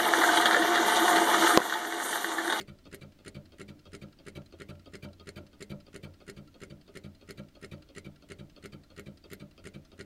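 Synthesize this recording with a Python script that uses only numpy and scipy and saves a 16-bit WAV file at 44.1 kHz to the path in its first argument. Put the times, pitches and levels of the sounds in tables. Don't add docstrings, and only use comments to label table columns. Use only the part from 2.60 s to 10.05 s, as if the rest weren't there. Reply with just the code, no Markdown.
import sys
import numpy as np
from scipy import signal
from scipy.io import wavfile
from scipy.ndimage import uniform_filter1d

SR = 44100
rng = np.random.default_rng(int(sys.argv[2]) if len(sys.argv) > 2 else 0)


def waveform_to_disk(signal):
    frames = np.transpose(np.atleast_2d(signal))
    scaled = np.clip(frames, -1, 1) * 32767
    samples = np.round(scaled).astype(np.int16)
    wavfile.write(sys.argv[1], SR, samples)


N = 328545
LEAD = 2048


def gain_of(db):
    return 10 ** (np.asarray(db) / 20)


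def unit(x):
    return x / np.sqrt(np.sum(x ** 2) + 1e-20)


# [f/Hz, level/dB per Hz]
ROOM_TONE = [(20, -2.5), (55, 7.5), (92, -3.5), (120, -2.5), (300, -2), (480, -16.5), (600, -13.5),
             (800, -22), (1050, -23.5), (1320, -21.5), (4400, -25), (6300, -29.5), (11000, -35.5),
             (15800, -33)]
# [f/Hz, level/dB]
CAMERA_WHINE = [(7192, -98), (8635, -100), (10067, -102), (11509, -102), (12952, -105)]
ROOM_TONE_DB = -61


def quiet():
    frames, hz = N // 256 + 5, np.fft.rfftfreq(1024, 1 / SR)
    real, imaginary, patches = rng.standard_normal((frames, 513, 3)).T
    patches = uniform_filter1d(uniform_filter1d(patches, 10, 0), 12, 1)
    patchy_db = .6 * patches / patches.std()
    table_hz, table_db = np.transpose(ROOM_TONE)
    colour_db = np.interp(np.log(hz + 1), np.log(table_hz + 1), table_db)
    spectrum = (real + 1j * imaginary) * gain_of(colour_db[:, None] + patchy_db)
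    hiss = signal.istft(spectrum, nperseg=1024, noverlap=768)[1][:N]
    t = np.arange(N) / SR
    whine = sum(gain_of(db) * np.sin(2 * np.pi * f * t) for f, db in CAMERA_WHINE)
    return gain_of(ROOM_TONE_DB) * np.sqrt(N) * unit(hiss) + whine


def add(force, s, burst):
    part = force[LEAD + round(s * SR):][:len(burst)]
    part += burst[:len(part)]


def push(db, contact):
    phase = np.clip(np.arange(300) / SR / contact, 0, 1)
    return gain_of(db) * np.sin(np.pi * phase) ** 2 / (contact * SR) * 2


def chatter(db, rise, hold, fall, grain_db):
    t = np.arange(9000) / SR
    grain = gain_of(grain_db * np.minimum(rng.exponential(1, len(t)), 4))
    sizes = rng.standard_normal(len(t)) * grain
    envelope = np.clip(t / rise, 0, 1) * np.exp(-np.maximum(t - hold, 0) / fall)
    return gain_of(db) * unit(sizes * envelope)


def ring(force, modes, order, crack_db, spread_db, loose, count):
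    columns = (0, 1, 2 + order)
    hz, t60, db = (np.array([m[k] for m in modes])[:, None] for k in columns)
    t, out = np.arange(12000) / SR, 0
    edges = [hz.min() * 1.001, min(hz.max() * 1.057, SR * .45)]
    band = signal.butter(2, edges, "band", fs=SR, output="sos")
    place = np.repeat(rng.integers(0, count, len(force) // 256 + 1), 256)[:len(force)]
    for k in range(count):
        strength, detune = rng.standard_normal((2,) + hz.shape)
        decay = gain_of(db + spread_db * strength - 60 * t / t60)
        tones = unit((decay * np.sin(2 * np.pi * hz * (1 + loose * detune) * t)).sum(0))
        crack = gain_of(crack_db) * unit(signal.sosfilt(band, t == 0))
        body = signal.sosfilt(band, tones + crack)
        out = out + signal.oaconvolve(force * (place == k), body)[LEAD:LEAD + N]
    return np.sqrt(.03 * SR) * out


# [f/Hz, t60/s, then level/dB when driven by clack, thump, tick, tap]
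BASE_MODES = [(90.2, 0.34, -4.5, 0, -3, 5), (147.2, 0.19, -45, -1.5, -4.5, -23),
              (203, 0.16, 5.5, 2.5, -23, -5), (287, 0.13, -19, -7, -7, 1.5),
              (302.7, .14, -1, -3, 1.5, -4.5), (340, 0.089, -15, -2, -6, 1.5),
              (403.7, 0.036, 16, 1.5, -20, 11.5), (478, 0.026, -23, -2, -2, 2.5),
              (535.8, 0.069, 0, 0, -39, 4.5), (580.8, 0.1, -5.5, 0.5, -10.5, -0.5),
              (646.5, 0.27, -58, -34, -11.5, -12.5), (872, 0.045, -18, -7.5, -34, -5.5)]
CYLINDER_MODES = [(1250, 0.081, -59.5, 0.5, -29, 4), (1367, 0.048, 5.5, 1.5, 1, 0),
                  (1450, 0.034, 19.5, 2.5, -25, -1), (1650, 0.017, 18, 9, -2, -9),
                  (1949, 0.012, 26.5, 4.5, -2, -26), (2072, 0.12, 1.5, -40, -26, -36),
                  (2161, 0.046, 12, -33, -28, -9), (2319, 0.039, 2.5, 7, -10, -11),
                  (2612, 0.0098, -20, 7, -19, 10.5), (2810, 0.013, 13, -10, 1.5, -9),
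                  (3084, 0.026, -13, 6, -6, -13)]
ROD_MODES = [(3200, 0.073, 1, -58, -25, 6), (3698, 0.023, -21, 13, -13, 12.5),
             (4000, 0.046, 7.5, 4, 9.5, -15), (4400, 0.026, 12.5, 8.5, 11.5, 9.5),
             (4740, 0.0077, 10.5, 11.5, 15, 6.5), (5124, 0.016, 16, 0, 13.5, -18),
             (5810, 0.016, 3, 2, 0, -5), (6400, 0.028, 0, -1.5, 0, -17.5), (7160, 0.014, 13, -5.5, -5, -23),
             (7500, 0.034, -20, -55, -21, -46), (8650, 0.028, 6.5, -64, -32, -44),
             (9290, 0.029, 9.5, -34, -36, -28), (9400, 0.028, -26, -34, -32, -21)]


def bodies(base, cylinder, rods, order, crack_db):
    low = ring(base, BASE_MODES, order, -38.5, 0, 0, count=1)
    middle = ring(cylinder, CYLINDER_MODES, order, crack_db, 1.5, .002, count=3)
    high = ring(rods, ROD_MODES, order, crack_db, 3.1, 0.025, count=6)
    return low + middle + high


# [t/s, touch before it level/dB, rods at last blow level/dB, pins level/dB]
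SLACK_CLACKS = [(-0.0084, -60, -51.5, -56.5), (0.326, -61, -49.5, -49), (0.6599, -57, -50, -81),
                (0.9952, -57.5, -52, -79), (1.3303, -64, -49.5, -76), (1.6638, -65, -50.5, -77),
                (1.9994, -64, -54.5, -70), (2.3342, -67, -50.5, -73), (2.6701, -68, -50, -71),
                (3.005, -69, -48, -63), (3.3416, -60, -51.5, -62), (3.6775, -61, -49, -60),
                (4.0152, -60, -52.5, -70), (4.3521, -64, -50.5, -62), (4.688, -64, -49, -58),
                (5.0254, -62, -51.5, -67), (5.3621, -56.5, -49.5, -76), (5.6999, -58.5, -52.5, -78),
                (6.0377, -60, -53.5, -61), (6.3757, -58, -54.5, -57), (6.7135, -57.5, -49.5, -47.5),
                (7.052, -57.5, -50.5, -79), (7.3904, -64, -51.5, -77)]
# [delay t/s, base contact t/s, base level/dB, cylinder level/dB]
BLOWS_IN_CLACK = [(-.0012, 0.0025, 0, -18), (0.011, 0.002, 3, -7), (0.0192, 0.0015, 1.5, -3.5)]
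# [f/Hz, t60/s, level/dB when driven by clack, by thump]
PIN_MODES = [(9300, 0.0093, -32, 6), (10400, 0.0045, -8, -43), (11780, 0.0051, 2, 2),
             (12600, 0.011, -23, -13), (14140, 0.009, -17, 3)]
TOUCH_LEAD_S = .0125
CLACK_BASE_DB, CLACK_CYLINDER_DB, RODS_FIRST_DB = -47.5, -50.5, -60


def clacks():
    base, cylinder, rods, pins, lid = np.zeros((5, N + LEAD))
    base_db, cylinder_db, first_db = CLACK_BASE_DB, CLACK_CYLINDER_DB, RODS_FIRST_DB
    for s, touch_db, last_db, pins_db in SLACK_CLACKS:
        for delay, contact, low_db, mid_db in BLOWS_IN_CLACK:
            add(base, s + delay, -push(base_db + low_db, contact))
            add(cylinder, s + delay + .0005, -push(cylinder_db + mid_db, 0.00026))
        add(base, s + .02, chatter(base_db - 6.5, 0.0015, 0.015, 0.033, 0.77))
        add(cylinder, s, chatter(cylinder_db - 2.5, 0.00051, 0.017, 0.014, 2.8))
        add(lid, s + 0.018, push(cylinder_db - 5.5, 0.00028))
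        add(rods, s + 0.00101, chatter(first_db - 4.5, 0.0012, 0.0037, 0.001, 1.6))
        add(rods, s + .0195, chatter(last_db - 6.5, 0.0001, 0.00056, 0.0019, 9))
        add(rods, s, chatter(last_db - 11.5, 0.0024, 0.036, 0.0039, 2.1))
        add(pins, s + .002, chatter(first_db - 21, .001, .003, 0.0022, 3))
        add(pins, s + 0.018, chatter(pins_db - 8.5, 0.00039, 0.0024, 0.0009, 5.1))
        add(pins, s + 0.02, chatter(pins_db - 13, .001, 0.01, .003, 5.5))

        touch_s = s - TOUCH_LEAD_S
        add(cylinder, touch_s, chatter(touch_db - 5.5, 0.00062, 0.0048, 0.0039, 2.8))
        add(rods, touch_s, chatter(touch_db - 11.0, 0.00033, 0.0011, 0.0051, 5.6))
        add(pins, touch_s, chatter(touch_db - 24, .001, .003, .002, 1.5))
    main = bodies(base, cylinder, rods, order=0, crack_db=-2.0)
    pin_ring = ring(pins, PIN_MODES, 0, -17, 5.7, 0.0085, count=2)
    lid_ring = ring(lid, CYLINDER_MODES[5:7], 0, -29, 2, 0.0034, count=3)
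    return main + pin_ring + lid_ring


def room(x):
    echoes = np.zeros(SR // 2)
    at = np.arange(300, SR // 2 - 20, 20) + rng.integers(0, 20, (SR // 2 - 301) // 20)
    echoes[at] = rng.choice([-1., 1.], at.shape)
    hz, t, z = signal.stft(echoes, SR, nperseg=256)
    t60 = np.interp(np.log(hz + 1), np.log([200, 2000, 10000]), [.35, .25, .15])
    tail = signal.istft(z * gain_of(-60 * t / t60[:, None]), SR, nperseg=256)[1]
    return signal.oaconvolve(x, unit(tail))[:N]


# [t/s, looseness level/dB, first blows level/dB, second blows level/dB]
STROKE_THUMPS = [(0.074, 0.5, -42, -48.5), (0.409, 1.5, -43.5, -48), (0.743, 2, -40.5, -46.5),
                 (1.078, 1.5, -43, -47.5), (1.412, 2, -41.5, -45.5), (1.749, 5.5, -41, -47.5),
                 (2.083, 4, -38.5, -50), (2.422, 6, -39, -54), (2.756, 5.5, -40, -48),
                 (3.094, 5.5, -37, -41), (3.426, 4.5, -38, -53), (3.762, 0.5, -42.5, -50),
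                 (4.097, -1, -43, -48.5), (4.436, 1, -39.5, -49), (4.772, 3, -42.5, -43.5),
                 (5.111, 3.5, -38.5, -45.5), (5.443, 1.5, -45, -44.5), (5.784, 0.5, -42, -47),
                 (6.12, 1, -44, -46.5), (6.458, 0, -41.5, -46.5), (6.796, 1, -45.5, -45.5),
                 (7.137, 0.5, -45, -44.5)]
# [delay t/s, contact t/s, level/dB, direction (+1 or -1)]
FIRST_PAIR = [(.008, 0.0016, -8, 1), (0.0108, 0.0035, -2, -1)]
SECOND_PAIR = [(0.022, 0.0027, 1.5, 1), (.028, 0.0021, -1.5, 1)]
SCRAPE_S, SCRAPE_S_PER_DB = .017, .0014
RISE_S, RISE_S_PER_DB = .001, .0008
SCRAPE_DB, RATTLE_DB, FIZZ_DB = -55.5, -53.5, -76
RATTLE_PER_DB, FIZZ_PER_DB = 1.92, 2.5


def thumps():
    base, cylinder, rods, pins, ping, wall = np.zeros((6, N + LEAD))
    for s, loose_db, first_db, second_db in STROKE_THUMPS:
        scrape_db = SCRAPE_DB + loose_db
        length = SCRAPE_S + SCRAPE_S_PER_DB * loose_db
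        rods_rise = RISE_S + RISE_S_PER_DB * max(loose_db, 0)
        rattle_db = RATTLE_DB + RATTLE_PER_DB * loose_db
        fizz_db = FIZZ_DB + FIZZ_PER_DB * loose_db
        for db, blows in ((first_db, FIRST_PAIR), (second_db, SECOND_PAIR)):
            for delay, contact, blow_db, direction in blows:
                add(base, s + delay, direction * push(db + blow_db, contact))
        add(base, s + 0.01, chatter(rattle_db, 0.018, 0.019, 0.035, 6.5))
        add(ping, s, chatter(scrape_db - 3, .001, .003, .002, 2))
        add(wall, s + 0.017, chatter(rattle_db - 25.0, 0.0082, 0.0094, 0.02, 3.4))
        add(cylinder, s, chatter(scrape_db - 2.5, 0.012, length, 0.012, 3.2))
        add(rods, s, chatter(scrape_db - 6.0, rods_rise, length, 0.01, 5.3))
        add(pins, s + 0.0011, chatter(fizz_db - 9.5, 0.004, 0.0074, 0.0046, 3))
        add(pins, s + 0.012, chatter(fizz_db - 8.0, .004, 0.011, .003, 3))
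    main = bodies(base, cylinder, rods, order=1, crack_db=-7.5)
    pin_ring = ring(pins, PIN_MODES, 1, -5, 3, 0.019, count=4)
    ping_ring = ring(ping, CYLINDER_MODES[7:8], 1, -10, 0, 0.0027, count=1)
    wall_ring = ring(wall, CYLINDER_MODES[:2], 1, 9.3, 1.6, 0.0019, count=2)
    return main + pin_ring + ping_ring + wall_ring


# [t/s, level/dB]
STRAY_KNOCKS = [(1.4835, -55), (1.8175, -47.5), (2.1523, -49), (2.486, -50), (3.4914, -62), (4.834, -51),
                (5.179, -53)]
TICK_TURN = .581
TICK_RODS_DB, TICK_CYLINDER_DB, TICK_SPREAD_DB = -60, -64.5, 1.5


def ticks():
    base, cylinder, rods = np.zeros((3, N + LEAD))
    starts = np.transpose(SLACK_CLACKS)[0]
    for s in starts[:-1] + TICK_TURN * np.diff(starts):
        rods_db, cylinder_db = [TICK_RODS_DB, TICK_CYLINDER_DB] + TICK_SPREAD_DB * rng.standard_normal(2)
        add(base, s - .07, chatter(-58.0, 0.0097, 0.075, 0.006, 1.7))
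        add(cylinder, s, chatter(cylinder_db - 3.5, 0.00056, 0.0043, 0.0082, 0.64))
        add(rods, s, chatter(rods_db - 8.5, 0.00076, 0.0033, 0.0054, 1.9))
    for s, db in STRAY_KNOCKS:
        add(cylinder, s, chatter(db - 20, 0.0013, 0.0025, 0.0033, 2.5))
        add(rods, s, chatter(db - 27, .001, 0.0019, 0.0027, 3))
    return bodies(base, cylinder, rods, order=2, crack_db=-9)


# [t/s, rattle level/dB]
SOFT_TAPS = [(0.253, -57), (0.587, -64), (0.92, -61), (1.254, -58), (1.587, -62.5), (1.923, -58.5),
             (2.258, -58.5), (2.596, -58), (2.93, -63), (3.265, -61), (3.602, -60.5), (3.941, -62.5),
             (4.277, -59.5), (4.611, -62), (4.951, -61), (5.288, -61.5), (5.622, -62), (5.962, -59.5),
             (6.301, -62), (6.639, -58), (6.978, -58), (7.316, -60.5)]
TAP_BASE_OVER_DB = 9


def taps():
    base, cylinder, rods = np.zeros((3, N + LEAD))
    for s, rattle_db in SOFT_TAPS:
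        base_db = rattle_db + TAP_BASE_OVER_DB
        add(base, s + 0.00317, -push(base_db - 10, 0.00033))
        add(base, s + 0.022, push(base_db - 6, 0.0014))
        add(base, s + 0.0064, chatter(base_db - 3.5, 0.01, 0.012, 0.0097, 4.2))
        add(base, s + .03, chatter(-58.0, 0.0061, 0.2, 0.02, 1.7))
        add(rods, s - .016, chatter(rattle_db - 18.5, 0.0025, 0.0066, 0.0037, 3.3))
        add(cylinder, s, chatter(rattle_db - 2.5, 0.00045, 0.0078, 0.018, 9.3))
        add(rods, s, chatter(rattle_db - 3.5, 0.00019, 0.0022, 0.0015, 4.8))
        add(rods, s + .004, chatter(rattle_db - 6.5, 0.0032, 0.017, 0.0032, 2.7))
    return bodies(base, cylinder, rods, order=3, crack_db=-23.5)


def scene():
    background = quiet()
    engine = clacks() + thumps() + ticks() + taps()
    echoes = gain_of(-34.5) * room(engine)
    return (engine + echoes + background)[None]


EDGE_HZ = 15850


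def record(dry):
    low_pass = signal.firwin(511, EDGE_HZ, window=("kaiser", 9), fs=SR)
    return signal.oaconvolve(dry, low_pass[None], "same")


dry = scene()
out = record(dry)
waveform_to_disk(out)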